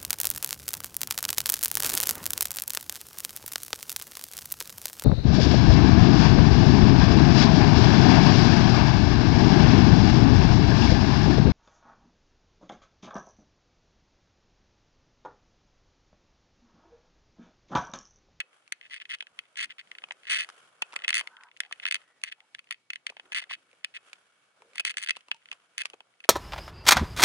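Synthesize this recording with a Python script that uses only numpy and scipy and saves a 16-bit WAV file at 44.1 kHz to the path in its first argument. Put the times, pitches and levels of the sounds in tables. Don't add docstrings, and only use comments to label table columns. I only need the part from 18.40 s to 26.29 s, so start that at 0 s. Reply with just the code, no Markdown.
import sys
import numpy as np
from scipy import signal
from scipy.fft import rfft, irfft
from scipy.io import wavfile
from scipy.ndimage import uniform_filter1d

SR = 44100
rng = np.random.default_rng(int(sys.argv[2]) if len(sys.argv) > 2 else 0)


def master_out(mix):
    frames = np.transpose(np.atleast_2d(mix))
    ceiling = np.clip(frames, -1, 1)
    pcm = np.round(ceiling * 32767).astype(np.int16)
    wavfile.write(sys.argv[1], SR, pcm)


def rack_gain(trim_db):
    fader = np.asarray(trim_db, float)
    return 10 ** (fader / 20)


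N = 347949

# (start [s], length [s], peak level [dB], treble re peak [dB],
# share of the length before the peak [1])
DRAGS = [(0.429, 0.044, -40.5, -40, .7), (0.499, 0.082, -32, -23, .5), (0.600, 0.022, -29.5, -32, 1),
         (0.6911, 0.059, -25, -24, 1), (1.170, 0.084, -22.5, -16, .5), (1.295, 0.027, -32.5, -33, 0.26),
         (1.3792, 0.033, -34, -29, 0.25), (1.8367, .021, -39, -26, .9), (1.868, .017, -24.5, -22, .8),
         (1.894, .149, -17, -16.5, 0.13), (3.425, 0.011, -29, -30, 0.62), (3.8475, 0.048, -35.5, -22, 0.55),
         (3.916, 0.011, -26.5, -22.5, 0.78), (4.696, .005, -27, -35, 0.08), (4.918, .011, -20, -16.5, 0.37),
         (4.9525, 0.053, -21.5, -17, 0.19), (5.015, 0.026, -30.5, -21, 0.16),
         (5.0936, 0.055, -26, -22.5, 0.64), (5.538, 0.037, -29, -23.5, 0.74),
         (6.348, 0.028, -34.5, -10, .2), (6.4569, 0.032, -19, -12, 0.55), (6.495, .022, -26, -12, .3),
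         (6.589, .055, -29, -11.5, 1), (7.3892, .027, -24.5, -16.5, 0.29), (7.8402, .005, -36, -28, .8)]


def filtered(x, order, hz, kind):
    return signal.sosfilt(signal.butter(order, hz, kind, fs=SR, output="sos"), x)


def ring(x, hz, width_hz):
    return signal.lfilter([1], [1, -np.exp((2j * np.pi * hz - np.pi * width_hz) / SR)], x)


def blows(time_s, gain):
    return np.bincount(np.clip((time_s * SR).astype(int), 0, N - 1), gain, N)


def walk(rate_hz):
    k = int(SR / rate_hz)
    x = uniform_filter1d(uniform_filter1d(rng.standard_normal(N), k), k)
    return x / x.std()


def coloured(points, alike_hz):
    hz = np.maximum(np.fft.rfftfreq(N, 1 / SR), 1)
    point_hz, point_db = np.transpose(points)
    gain = rack_gain(np.interp(np.log(hz), np.log(point_hz), point_db))
    mid, side = rfft(rng.standard_normal((2, N))) * gain
    side = side * np.maximum(hz / np.hypot(hz, alike_hz), .4)
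    out = irfft(np.array([mid + side, mid - side]), N)
    return out / out.std()


def room_tone():
    # (frequency [Hz], density [dB per Hz])
    air_colour = [(24, -38), (40, -51), (113, -4), (870, -7), (1330, -9.5), (2980, -9.5), (9980, -20.5),
                  (11500, -18), (15000, -40), (22000, -120)]
    # (frequency [Hz], rms level [dB])
    hum_partials = [(119, -93), (178, -99), (477, -89.5), (2250, -81)]
    t = np.arange(N) / SR
    hum = 0
    for hz, db in hum_partials:
        hum = hum + rack_gain(db + walk(7.5)) * np.sin(2 * np.pi * hz * t + 0.5 * walk(28))
    air_db = -73.5 + 2.1 * walk(20)
    return rack_gain(air_db) * coloured(air_colour, alike_hz=820.0) + hum


def rustle():
    # (time [s], level [dB])
    strength = [(0, -69), (.3, -76.5), (0.998, -72), (1.801, -64.5), (2.1, -59.5), (2.35, -63),
                (2.8, -54.5), (3.1, -68), (3.4, -68.5), (4.098, -78), (4.45, -83), (4.901, -65.5),
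                (5.4, -72), (5.702, -67), (6.05, -73), (7.302, -72), (7.5, -68.5), (7.89, -69.5)]
    # (frequency [Hz], density [dB per Hz])
    colour = [(180, -39.5), (300, -14), (508, -6), (730, -6.5), (875, -11), (1420, -3), (1970, -14),
              (3250, -11.5), (3890, -22.5), (11000, -22.5), (14300, -54), (22000, -120)]
    time_s, db = np.transpose(strength)
    grain_db = 1.5 * walk(9) + 1.5 * walk(40) + 2.2 * walk(300)
    brush = coloured(colour, alike_hz=1200.0)
    below_1700 = filtered(brush, 2, 1700, "low")
    below_650 = filtered(brush, 2, 650, "low")
    parts = (below_650, below_1700 - below_650, brush - below_1700)
    patchy = sum(rack_gain(2.6 * walk(7) - .8) * part for part in parts)
    return rack_gain(np.interp(np.arange(N) / SR, time_s, db) + grain_db) * patchy


def swish():
    # (start [s], end [s], resonance [Hz], level [dB])
    strokes = [(2.164, 2.272, 1370, -67), (2.81, 3.126, 976, -64), (2.9, 3.088, 1517, -60),
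               (2.5, 2.66, 1350, -60), (2.8, 3.1, 1250, -66), (0.0, 0.095, 507, -78),
               (0.897, 0.943, 210, -77), (1.245, 1.318, 232, -74), (3.222, 3.292, 810, -64.5),
               (3.973, 4.055, 857, -70.5), (3.577, 3.81, 1900, -70.5), (4.825, 4.892, 345, -73),
               (5.123, 5.3, 291, -78), (6.185, 6.36, 494, -68)]
    width_hz = 230.0
    t, out = np.arange(N) / SR, 0
    for start_s, end_s, hz, db in strokes:
        band = ring(ring(rng.standard_normal(N), hz, width_hz), hz, width_hz).imag
        stroke = np.sin(np.pi * np.clip((t - start_s) / (end_s - start_s), 0, 1))
        out = out + rack_gain(db + 2.8 * walk(33)) * np.sqrt(abs(stroke)) * band / band.std()
    return out


def echo(x, far_s=0.3, far_db=-58.0, dull_hz=4770.0):
    t = np.arange(SR // 2) / SR
    near = rack_gain(-33 - 60 * t / .035)
    far = rack_gain(far_db - 60 * t / far_s)
    tail = (near + far) * rng.standard_normal((2, len(t)))
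    return signal.fftconvolve(x, filtered(tail, 2, dull_hz, "low"), axes=1)[:, :N]


def linger():
    # (time [s], level [dB], frequency [Hz], width [Hz])
    walls = [(0.323, -56, 2500, 21), (4.309, -56, 2500, 21), (4.667, -54, 2600, 25), (5.445, -56, 2400, 21),
             (6.708, -44, 2620, 18), (6.885, -56, 950, 30), (6.915, -50, 2620, 21), (6.945, -55, 915, 25),
             (5.1103, -41, 1100, 70), (0.004, -50, 2600, 21), (7.418, -46, 2620, 25)]
    out = np.zeros(N)
    for time_s, db, hz, width_hz in walls:
        out += ring(blows(np.array([time_s]), rack_gain([db])), hz, max(width_hz, 5)).imag
    return out


def knocks(cycles=1.74, push_db=8.5, lower_db=-10, lower_ratio=0.69, body_db=-4.5):
    # (time [s], peak level [dB], frequency [Hz])
    contacts = [(0.8252, -50.5, 910), (1.638, -39.5, 1190), (1.6855, -49, 1190), (1.7096, -40, 920),
                (2.0915, -48, 1160), (2.4223, -33.5, 860), (2.5323, -41.5, 965), (2.5616, -38, 1080),
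                (2.8104, -37.5, 1110), (3.312, -39, 1230), (4.7006, -47, 596), (4.722, -50, 973),
                (4.7669, -46.5, 830), (4.7961, -49.5, 860), (4.9214, -48.5, 845), (5.0232, -50, 960),
                (5.1103, -40, 1140), (5.3314, -58, 520), (6.2215, -46.5, 930), (6.359, -47, 1200),
                (6.401, -45, 670), (6.7677, -39, 1100), (6.8846, -48.5, 994), (6.9154, -40, 1098),
                (7.1241, -43, 1160), (7.4545, -36, 1160), (7.5378, -47, 450), (7.5365, -47, 760),
                (7.6058, -49.5, 865), (7.8505, -49, 694)]
    out = np.zeros(N + 2000)
    t = np.arange(2000) / SR
    for time_s, db, hz in contacts:
        age = t * hz / cycles * 2
        partner = np.sin(2 * np.pi * lower_ratio * hz * t + 1.5)
        tone = np.sin(2 * np.pi * hz * t) + rack_gain(lower_db) * partner
        thud = ring(rng.standard_normal(len(t)), 1.2 * hz, 1.2 * hz).imag
        thud = rack_gain(body_db) * age * np.exp(-age / 2) * thud / thud.std() / 4
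        i = int(time_s * SR)
        out[i:i + len(t)] += rack_gain(db + push_db) * (age * np.exp(-age) * tone + thud)
    return filtered(out[:N], 3, 260, "high")


def taps(width_hz=300.0, crack_s=0.0022, crack_db=-2.0, rise_s=0.000047):
    # (time [s], peak level [dB], ring [Hz])
    touches = [(0.2774, -40.5, 2430), (1.687, -43, 2204), (1.7204, -27.5, 1920), (2.0893, -27.5, 1336),
               (2.1, -32, 1430), (2.524, -36, 2670), (2.5317, -33.5, 2120), (2.539, -31, 1390),
               (2.5585, -29, 1420), (3.0352, -37, 1890), (3.1713, -38.5, 2770), (4.7, -30.5, 2400),
               (6.8074, -43, 2960), (6.9656, -47, 2650), (4.2428, -49, 2640), (5.731, -28, 2370),
               (6.22, -43, 2320), (0.786, -44, 2900), (3.8157, -42, 2630), (5.3138, -50, 2500),
               (5.3298, -47, 2260), (6.3335, -44, 2300), (6.79, -50, 2350), (6.7678, -28, 2860),
               (6.884, -38.5, 2720), (6.9448, -39.5, 2840), (7.128, -29, 2580), (7.4351, -37, 2530),
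               (7.451, -34, 2840), (7.4553, -16, 2570), (7.467, -39, 2550), (7.5, -34, 2900),
               (7.5407, -39.5, 1160), (7.8544, -41, 2580)]
    out = np.zeros((2, N + 1000))
    t = np.arange(1000) / SR
    cracks = np.exp(-t / crack_s) * rng.standard_normal((len(touches), 2, len(t)))
    cracks = filtered(cracks, 1, [1300, 4200], "band")
    for (time_s, db, hz), crack in zip(touches, cracks):
        side_rad = np.array([[0], [hz / 1600]])
        tone = np.exp(-np.pi * width_hz * t) * np.sin(2 * np.pi * hz * t + side_rad)
        rise = 1 - np.exp(-t / rise_s)
        i = int(time_s * SR)
        out[:, i:i + len(t)] += rack_gain(db) * rise * (tone + rack_gain(crack_db) * crack)
    return filtered(out[:, :N], 3, 650, "high")


def crackle(count=45, least_db=-59, scatter_db=2.5):
    luck = rng.random((2, count))
    return np.c_[luck[0] * N / SR, least_db - scatter_db * np.log(luck[1])]


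def rasp(rasp_db=-35, grain_db=6, edge_s=.008, ends_db=-9):
    t, press = np.arange(N) / SR, np.zeros(N)
    for start_s, length_s, db, _, rise in DRAGS:
        off_peak = np.clip((t - start_s) / length_s - rise, -1, 1)
        inside_s = np.minimum(t - start_s, start_s + length_s - t)
        edge = np.clip(inside_s / edge_s + 1, 0, 2) ** 2 / 4
        press += rack_gain(db + ends_db * off_peak ** 2) * edge
    return press * rack_gain(rasp_db + grain_db * walk(700)) * rng.standard_normal(N)


def drags(slip_db=.8, treble_offset_db=1.5, treble_scatter_db=2.5):
    # (time [s], peak level
    # [dB])
    drag_slips = [
        (0.0055, -25),
        (0.009, -26),
        (0.013, -29),
        (1.8972, -20),
        (1.917, -19),
        (1.9545, -22),
        (1.2272, -24),
        (6.5095, -28),
        (6.4618, -29),
        (6.4775, -29),
                  (0.4282, -46.1), (0.4311, -53.4), (0.4355, -46.9), (0.4424, -47.9), (0.4506, -47.3),
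             (0.4537, -42.5), (0.4602, -45.9), (0.4636, -44.1), (0.4678, -54.4), (0.4705, -52.2),
             (0.4777, -59.8), (0.4985, -44.9), (0.5094, -38.7), (0.5129, -37.0), (0.5154, -41.5),
             (0.5189, -37.8), (0.5219, -36.4), (0.5283, -36.0), (0.5342, -29.5), (0.5417, -27.3),
             (0.5473, -35.2), (0.5522, -36.2), (0.5605, -38.1), (0.5632, -33.7), (0.5704, -37.9),
             (0.5787, -38.6), (0.6007, -34.5), (0.6066, -45.8), (0.6108, -48.8), (0.6142, -33.6),
             (0.6187, -30.9), (0.6223, -41.7), (0.6248, -44.4), (0.6929, -37.0), (0.6974, -31.9),
             (0.7023, -27.9), (0.7162, -24.5), (0.7239, -28.4), (0.7323, -29.9), (0.7381, -26.7),
             (0.7417, -27.1), (0.7451, -28.8), (0.7488, -25.9),
                  (1.169, -35.5), (1.1725, -26.7), (1.1761, -33.4), (1.1825, -29.6), (1.1853, -38.0),
             (1.1884, -23.4), (1.1926, -21.7), (1.203, -22.5), (1.2089, -25.9), (1.212, -26.4),
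             (1.217, -27.3), (1.2236, -28.8), (1.2294, -23.3), (1.2329, -24.8), (1.2371, -22.5),
             (1.2423, -23.4), (1.2455, -27.0), (1.253, -35.2), (1.2562, -37.4), (1.2941, -46.3),
             (1.3004, -38.7), (1.3056, -33.6), (1.3076, -42.5), (1.3135, -37.3), (1.3169, -45.3),
             (1.3202, -40.9), (1.3228, -42.0), (1.3833, -36.4), (1.3877, -44.6), (1.3922, -32.8),
             (1.3966, -33.5), (1.4029, -40.2), (1.4119, -40.8), (1.833, -42), (1.853, -40), (3.4205, -45.4),
             (3.4255, -39.8), (3.43, -33.1), (3.4344, -32.2), (3.438, -31.1), (3.8463, -29.6),
             (3.8508, -38.5), (3.8585, -39.3), (3.865, -39.9), (3.8702, -41.2), (3.8749, -33.6),
             (3.8787, -33.4), (3.8826, -36.3), (3.8874, -33.6), (3.8982, -41.5), (3.9151, -37.2),
             (3.9195, -32.3), (3.9235, -27.4), (3.9287, -39.0), (4.3122, -27), (4.3158, -27), (4.693, -33),
             (4.697, -33),
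                  (1.8695, -31.8), (1.8735, -36.1), (1.8766, -38.2), (1.8793, -34.4), (1.8848, -29.8),
            (1.8876, -37.1), (1.8946, -32.4), (1.8996, -21.1), (1.9027, -20.8), (1.9088, -16.9),
            (1.9135, -17.8), (1.9206, -15.8), (1.9231, -20.8), (1.9278, -19.6), (1.9309, -18.3),
            (1.9338, -18.1), (1.9372, -17.6), (1.9409, -21.5), (1.946, -19.4), (1.9576, -21.7),
            (1.9603, -21.9), (1.9637, -25.6), (1.9692, -19.7), (1.9738, -21.3), (1.9768, -28.4),
            (1.9845, -22.7), (1.9884, -21.6), (1.9947, -23.4), (1.9971, -28.7), (2.0, -19.1),
            (2.0066, -19.7), (2.0113, -24.5), (2.0183, -22.7), (2.0254, -31.2), (2.0283, -31.2),
            (2.0312, -29.0), (2.0363, -33.8), (2.0455, -31.5),
                  (4.9203, -26.9), (4.9245, -34.8), (4.9275, -30.3), (4.9315, -26.6), (4.9521, -23.4),
              (4.9556, -24.0), (4.961, -21.0), (4.9648, -22.7), (4.9688, -23.3), (4.9723, -22.0),
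              (4.9768, -23.1), (4.9814, -22.8), (4.9847, -21.3), (4.9885, -28.7), (4.9921, -31.0),
              (4.995, -27.1), (4.9977, -34.3), (5.0018, -28.9), (5.0173, -36.2), (5.0227, -34.4),
              (5.0266, -37.4), (5.0309, -45.9), (5.0393, -34.9), (5.0955, -40.6), (5.0986, -31.7),
              (5.1015, -35.4), (5.1053, -34.3), (5.1099, -27.6), (5.1126, -28.4), (5.1191, -26.6),
              (5.1283, -27.2), (5.1318, -29.6), (5.1361, -24.4), (5.1427, -30.0), (5.1508, -34.5),
              (5.5406, -41.0), (5.5463, -36.3), (5.5494, -36.9), (5.5549, -33.3), (5.559, -36.5),
              (5.5647, -34.3), (5.5675, -43.4), (5.5703, -30.9), (5.5731, -38.5),
                  (6.3532, -49.5), (6.3565, -33.6), (6.3606, -43.1), (6.3735, -41.4), (6.4587, -29.3),
            (6.4653, -26.5), (6.4696, -25.2), (6.4742, -25.0), (6.4812, -29.9), (6.4854, -28.6),
            (6.4952, -26.3), (6.5012, -24.6), (6.5065, -27.5), (6.5157, -33.3), (6.5751, -37.3),
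            (6.5787, -28.0), (6.5898, -36.9), (6.5965, -38.7), (6.6007, -37.3), (6.6069, -36.4),
            (6.6164, -34.5), (6.6193, -38.5), (6.6257, -27.7), (6.63, -31.2), (6.6364, -25.5),
            (6.6407, -32.1), (6.6455, -29.8), (7.3892, -25.1), (7.395, -30.9), (7.4016, -30.0),
            (7.4044, -29.0), (7.4068, -27.1), (7.4107, -24.6), (7.8402, -32), (7.8452, -33)]
    time_s, db = np.array(drag_slips).T
    start_s, length_s, _, treble_db, _ = np.transpose(DRAGS)
    outside_s = abs(time_s[:, None] - start_s - length_s / 2) - length_s / 2
    own = np.argmin(outside_s, axis=1)
    scatter_db = treble_scatter_db * rng.standard_normal(len(time_s))
    return np.c_[time_s, db + slip_db, treble_db[own] + treble_offset_db + scatter_db]


def chatter(rows, reach_s=.0095, drop_db=-6.0, pause_s=0.026, creep_db=-50):
    rows = rows[np.argsort(rows[:, 0])]
    time_s, db, treble_db = rows.T
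    luck = rng.random((4, len(rows)))
    gap_s = np.diff(time_s, append=N)
    step_db = db + drop_db - 6 * luck[1]
    steps = np.c_[time_s + gap_s * (.35 + .4 * luck[0]), step_db, treble_db]
    pause = (gap_s >= reach_s) & (gap_s < pause_s)
    out = [rows, steps[gap_s < reach_s]]
    for half in (0, 1):
        creep_s = time_s + gap_s * (half + luck[2 + half]) / 2
        out.append(np.c_[creep_s, np.minimum(step_db, creep_db), treble_db][pause])
    return np.vstack(out)


def stutter(time_s, least_s=.0005, spread_s=.0014, drop_db=-7, spread_db=5):
    luck = rng.random((2, len(time_s)))
    return time_s + least_s + spread_s * luck[0], drop_db - spread_db * luck[1]


def slips():
    # (time [s], peak level [dB])
    faint = [(0.412, -35.5), (0.6539, -35), (1.6197, -41), (0.869, -36.5), (1.551, -35.5), (1.5844, -29.5),
             (1.157, -37), (2.5901, -35), (2.6205, -32), (2.9678, -39), (3.1142, -43.5), (3.1653, -41.5),
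             (3.2496, -38.5), (3.3114, -38), (3.3987, -30.5), (3.564, -30), (4.004, -43), (4.3433, -41),
             (4.768, -36), (4.7972, -31), (6.541, -34.5), (6.7531, -40), (7.057, -39), (7.087, -39),
             (7.1316, -37), (3.2345, -36), (3.6162, -45), (3.3583, -49), (3.0859, -49), (4.2717, -52),
             (1.4731, -50), (1.0365, -52), (1.054, -51), (3.262, -44), (2.6385, -29), (2.642, -28),
             (2.6, -40), (4.185, -42), (3.009, -45), (7.0254, -55)]
    # (time [s], peak level [dB], treble re peak [dB])
    catches = [(0.0024, -17.5, -14), (0.3226, -17.5, -11), (0.7091, -24.5, -36), (0.8065, -22.5, -26),
               (0.9897, -23.5, -20), (1.5151, -27, -27), (1.7086, -21.5, -45), (2.5622, -17.5, -11.5),
               (2.6463, -19, -38), (2.873, -25.5, -21), (3.2034, -15, -8.5), (3.3251, -20.5, -15.5),
               (3.8368, -16.5, -10), (4.1482, -25.5, -23.5), (4.3085, -18.5, -11), (4.3244, -24.5, -13.5),
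               (4.5027, -21.5, -16), (4.5332, -24.5, -15.5), (4.5578, -24, -22.5), (4.6668, -17.5, -13),
               (4.9469, -17.5, -15), (5.4454, -17.5, -15.5), (6.3808, -19.5, -15), (7.38, -18.5, -8),
               (7.4173, -20, -14)]
    # (time [s], peak level [dB], treble re peak [dB])
    tears = [(2.68, -11.5, -18), (2.69, -19.5, -8), (2.6928, -14, -20), (2.7046, -13, -16),
             (2.7286, -12.5, -28.5), (2.7425, -13, -9.5), (2.7525, -15.5, -8), (2.7618, -20.5, -7),
             (2.7686, -14, -7), (2.7795, -17.5, -8), (2.7863, -20.5, -15), (2.7935, -18, -11),
             (2.8008, -23.5, -9), (2.8102, -20.5, -20), (3.454, -14.5, -34.5), (3.4647, -18, -19.5),
             (3.4765, -20.5, -21), (3.4851, -20.5, -19), (3.511, -15, -11.5), (3.5233, -15, -14),
             (3.5435, -13.5, -12.5), (3.5548, -21, -16.5), (6.4506, -14, -9), (6.5703, -17, -7.5),
             (6.5821, -20.5, -10), (6.6619, -26.5, -17), (6.6729, -23.5, -16), (6.687, -18, -17),
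             (6.6939, -15, -15.5), (6.7067, -12.5, -13)]
    # (time [s], peak level [dB], treble re peak [dB], deep modes [dB])
    rim = [(2.4212, -15, -15.5, -9), (2.4238, -21, -20, -6), (6.3963, -18, -10, -9), (6.4, -18, -10, -9),
           (6.4054, -26, -10, -8), (6.9146, -13, -23, -5), (7.1150, -23, -20, -6), (6.762, -33, -16, -6),
           (7.5341, -38, -20, -8), (7.605, -38, -20, -7), (7.8032, -39, -18, -8), (4.1914, -31, -22, -4),
           (0.8248, -30, -22, -5), (1.6389, -27, -29, -6)]
    faint = np.vstack([faint, crackle()])
    faint_treble_db = .15 * faint[:, 1] - 21
    loose = chatter(np.vstack([catches, tears, np.c_[faint, faint_treble_db]]))
    rows = np.vstack([loose, drags()])
    return np.vstack([rim, np.c_[rows, np.zeros(len(rows))]])


def claws(dulling=1.0, grit_s=0.00083, grit_db=-12.5, shell_db=0.9):
    # (frequency [Hz], width [Hz], left level [dB], right level [dB])
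    shell = [(1407, 182, -20.5, -15), (1737, 212, -5.5, -10.5), (2080, 220, -2.92, -6.5),
             (2564, 104, -5, -8.5), (3093, 306, -1, -2.5), (3564, 219, -16, -7), (4290, 620, -0.5, -11.5),
             (4602, 218, -7, -35), (5260, 390, -14.5, -12)]
    # (frequency [Hz], width [Hz], left level [dB], right level [dB])
    grit = [(6200, 305, -15, 0.5), (7160, 650, -8, -6.5), (7960, 300, -4, -4.5), (9390, 616, 0.5, 1.5),
            (10260, 495, 0.5, -16.5), (11440, 510, -15.5, 0.5)]
    # (frequency [Hz], left lead [rad])
    ports = [(0, 0), (1290, 0.4), (2240, -0.7), (2670, 3.8), (3270, 2.2), (3880, -4.5), (4390, 1.3),
             (5080, 3.4), (5770, 3.8), (6290, -1.0), (9470, -0.0), (10500, -1.2), (11000, 0.5),
             (11900, -0.1)]
    rim_share = [-.3, 1, 1, -.6, 0, .4, .3, .3, 0]
    time_s, db, treble_db, deep_db = slips().T
    late_s, late_db = stutter(time_s)
    creak_s = 3 * time_s - 2 * late_s
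    out, fibres = np.zeros((2, N)), rasp()
    for k, (hz, width_hz, left_db, right_db) in enumerate(shell):
        dull_db = dulling * (treble_db + 7.5) * max(np.log2(hz / 3200), 0) + deep_db * rim_share[k]
        kick_db = db + shell_db + dull_db + 1.9 * rng.standard_normal(len(time_s))
        kick = blows(time_s, rack_gain(kick_db)) + blows(late_s, rack_gain(kick_db + late_db))
        kick += blows(creak_s, rack_gain(kick_db - 24)) + fibres * min(3200 / hz, 1)
        z = (-1) ** k * ring(kick, hz, width_hz)
        lag = np.exp(-1j * np.interp(hz, *np.transpose(ports)))
        out += [rack_gain(left_db) * z.imag, rack_gain(right_db) * (z * lag).imag]
    bursts = blows(time_s, rack_gain(db + treble_db + grit_db))
    release = signal.lfilter([1], [1, -np.exp(-1 / (grit_s * SR))], bursts)
    release = release * rng.standard_normal(N) + rack_gain(-28) * fibres
    for k, (hz, width_hz, left_db, right_db) in enumerate(grit):
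        out += (-1) ** k * rack_gain([[left_db], [right_db]]) * ring(release, hz, width_hz).imag
    return filtered(out, 4, 1150, "high")


def scene():
    hits = claws() + taps() + knocks() + linger()
    return hits + echo(hits) + rustle() + swish() + room_tone()


def band_limit(x):
    return signal.sosfilt(signal.butter(12, 12340, fs=SR, output="sos"), x)


def record(dry):
    top = signal.cheby1(14, .5, 10950, fs=SR, output="sos")
    bass = signal.butter(1, 90, "high", fs=SR, output="sos")
    x = signal.sosfilt(np.vstack([top, bass]), dry)
    x = np.tanh(1.2 * x) / 1.2
    return band_limit(x - 0.0082 * x ** 2)


dry = scene()
out = record(dry)
master_out(out)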